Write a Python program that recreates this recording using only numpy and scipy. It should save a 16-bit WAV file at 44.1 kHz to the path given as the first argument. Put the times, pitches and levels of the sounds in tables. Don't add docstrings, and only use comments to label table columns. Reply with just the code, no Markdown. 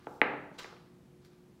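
import sys
import numpy as np
from scipy import signal
from scipy.fft import rfft, irfft
from scipy.io import wavfile

SR = 44100
rng = np.random.default_rng(int(sys.argv[2]) if len(sys.argv) > 2 else 0)


def transcribe(u):
    v = np.clip(np.atleast_2d(u).T, -1, 1)
    q = np.round(v * 32767).astype(np.int16)
    wavfile.write(sys.argv[1], SR, q)


N = 70560

# frequency_hz, relative_db
ROOM_TONE_SPECTRUM = [(20, -33), (40, -14), (70, -8), (105, -8.5), (140, -1), (200, -3.5), (310, -7),
                      (420, -14.5), (600, -20), (1000, -24.5), (2000, -30), (5000, -36), (10000, -40.5),
                      (15500, -44)]
# pitch_hz, rms_level_db
HUM_TONES = [(138, -68.5), (178, -68.5), (238, -76), (360, -65), (479, -77)]
# delay_s, gain_db
REFLECTIONS = [(.0025, -15), (.005, -18), (.0134, -21), (0.0254, -19)]
# frequency_hz, t60_s
REVERB_DECAY = [(120, 0.5), (320, 0.78), (840, 0.73), (2200, 0.5628), (4500, 0.68), (9000, 0), (15000, 0.1)]
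# frequency_hz, gain_db
REVERB_SPECTRUM = [(100, 4), (280, -3), (800, -1.5), (1200, 1.5), (2000, -7), (2700, -7.5), (3500, -10.5),
                   (5000, -4.5), (12000, -4)]
# pitch_hz, level_db, t60_s
ROOM_MODES = [(134.85, -54, 1.0), (293.2, -42.5, 0.99), (398.8, -41, .85), (479.2, -45, .3), (688, -44, .4),
              (729, -43, .5), (845, -41, .55), (878, -43, 0.52), (1196, -51, .4), (1352, -49, .4)]
# peak_s, rise_s, fall_s, level_db, tilt_db_per_octave
CLOTH_STROKES = [(0.0, .01, 0.063, -64.5, -5), (0.14, 0.1, .1, -72.5, 9), (0.555, 0.027, .02, -72, 2.5),
                 (0.5925, 0.0077, 0.012, -41.5, -1), (0.625, .02, 0.061, -54, 0),
                 (0.785, 0.022, .02, -69, -1.5), (0.865, 0.012, 0.016, -73, -1),
                 (1.25, .003, .013, -65.5, 5.5), (1.24, .03, .06, -73.5, .5),
                 (1.327, 0.011, .015, -71, -3.5)]
# frequency_hz, relative_db
CLOTH_SPECTRUM = [(100, -18), (500, -7), (1200, 0), (2000, 1), (2600, -2), (3200, 2), (4400, 0), (6500, -8),
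                  (8500, -15), (12000, -20.5), (16000, -27)]
# frequency_hz, gain_db
THUD_SPECTRUM = [(50, -17), (110, -5), (250, 16.5), (370, 14), (480, 19), (590, 14.5), (680, 17.5),
                 (760, 14.5), (860, 18.5), (1040, 6), (1400, 10), (1800, 0), (2300, -15), (3200, -24),
                 (5000, -52), (15000, -75)]
# frequency_hz, gain_db
CRACK_SPECTRUM = [(50, -30), (500, -12), (1130, -1), (1600, 17), (2030, 20.5), (2600, 13.5), (3400, 0),
                  (4100, -5), (4800, -20), (7000, -37), (9000, -48), (15000, -58)]
CRACK_PITCH_HZ = 2030
# start_s, thud_gain_db, crack_gain_db, crack_pitch_hz
BLOWS = [(0.0682, -14.5, -38, 2500), (0.2154, -.5, 1.5, 2003), (0.3347, -15.5, -45, 2600),
         (0.5135, -31, -43, 1600), (0.6438, -25, -25.5, 1900), (0.657, -39, -36, 1570),
         (0.726, -30, -43, 1690), (0.766, -43, -48, 2500), (1.248, -47, -50, 1740)]


def amp(db):
    return 10 ** (np.asarray(db) / 20)


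def unit(x):
    return x / np.sqrt(np.mean(x ** 2) + 1e-20)


def read(points, hz):
    table_hz, value = np.transpose(points)
    return np.interp(np.log(hz + 1), np.log(table_hz + 1), value)


def add(mix, start_s, sound):
    part = mix[max(round(start_s * SR), 0):][:len(sound)]
    part += sound[:len(part)]


def colour(x, spectrum, tilt_db=0):
    hz = np.fft.rfftfreq(len(x), 1 / SR)
    octaves = np.log2(np.maximum(hz, 500) / 4000)
    return irfft(rfft(x) * amp(read(spectrum, hz) + tilt_db * octaves), len(x))


def drift(rate_hz):
    hz = np.fft.rfftfreq(N, 1 / SR)
    return unit(irfft(rfft(rng.standard_normal(N)) * np.exp(-(hz / rate_hz) ** 2), N))


def room_tone(level_db=-60.5):
    return amp(level_db) * unit(colour(rng.standard_normal(N), ROOM_TONE_SPECTRUM))


def appliance_hum(waver=.33, waver_hz=4.2):
    t, hum = np.arange(N) / SR, np.zeros(N)
    for hz, level_db in HUM_TONES:
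        swell = 1 + waver * drift(waver_hz)
        phase = 2 * np.pi * (hz * t + rng.random()) + waver * drift(waver_hz)
        hum += amp(level_db) * unit(swell * np.sin(phase))
    return hum


def early_reflections(direct):
    out = np.zeros(N)
    for delay_s, gain_db in REFLECTIONS:
        add(out, delay_s, amp(gain_db) * direct)
    return out


def room_reverb(x, gap_s=.0021, rise_s=.0031):
    step = 10
    taps, slots = np.zeros(N), np.arange(0, N - step, step)
    signs = rng.choice([-1., 1.], len(slots))
    taps[slots + rng.integers(0, step, len(slots))] = signs * np.sqrt(step)
    hz, t, bands = signal.stft(taps, SR, nperseg=256)
    decay_rate = np.log(1000) / read(REVERB_DECAY, hz)[:, None]
    decay = np.sqrt(2 * decay_rate / SR) * np.exp(-decay_rate * t)
    bands = bands * amp(read(REVERB_SPECTRUM, hz))[:, None] * decay
    tail = signal.istft(bands, SR, nperseg=256)[1][:N]
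    onset = np.clip((np.arange(N) / SR - gap_s) / rise_s, 0, 1)
    return signal.fftconvolve(x, tail * onset)[:N]


def room_ring(rise_s=.0031):
    t, tones = np.arange(SR) / SR, np.zeros(SR)
    for hz, level_db, t60_s in ROOM_MODES:
        decay = np.exp(-np.log(1000) * t / t60_s)
        tones += amp(level_db) * decay * np.sin(2 * np.pi * (hz * t + rng.random()))
    return tones * np.minimum(t / rise_s, 1)


def cloth_strokes(grain_db=3.5, grain_hz=625):
    t, out = np.arange(N) / SR, np.zeros(N)
    for peak_s, rise_s, fall_s, level_db, tilt_db in CLOTH_STROKES:
        grains = rng.standard_normal(N) * amp(grain_db * drift(grain_hz))
        swell = np.exp(-(np.minimum(t - peak_s, 0) / rise_s) ** 2 - np.maximum(t - peak_s, 0) / fall_s)
        out += amp(level_db) * swell * unit(colour(grains, CLOTH_SPECTRUM, tilt_db))
    return out


def table_impact(spectrum, pitch_ratio=1, travel_at_1khz_s=.0012):
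    size = 4096
    hz = np.fft.fftfreq(size, 1 / SR)
    log_gain = np.log(amp(read(spectrum, abs(hz) / pitch_ratio)))
    response = np.exp(np.conj(signal.hilbert(log_gain)))
    travel_phase = 4 * np.pi * travel_at_1khz_s * np.sign(hz) * np.sqrt(1000 * abs(hz))
    return np.fft.ifft(response * np.exp(-1j * travel_phase)).real[:size // 2]


def table_knocks(thud_lag_s=.0011):
    blows, ringing = np.zeros(N), np.zeros(N)
    for start_s, thud_db, crack_db, crack_hz in BLOWS:
        add(blows, start_s, amp(crack_db) * table_impact(CRACK_SPECTRUM, crack_hz / CRACK_PITCH_HZ))
        add(blows, start_s + thud_lag_s, amp(thud_db) * table_impact(THUD_SPECTRUM))
        add(ringing, start_s + thud_lag_s, amp(thud_db) * room_ring())
    return blows, ringing


def scene():
    blows, ringing = table_knocks()
    rubbing = cloth_strokes()
    direct = blows + rubbing
    reverb = room_reverb(blows + amp(2) * rubbing)
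    return (direct + early_reflections(direct) + reverb + ringing + appliance_hum() + room_tone())[None]


def record(dry):
    lowpass = signal.firwin(511, cutoff=15850, window=("kaiser", 9), fs=SR)
    return signal.oaconvolve(dry, lowpass[None], "same")


dry = scene()
out = record(dry)
transcribe(out)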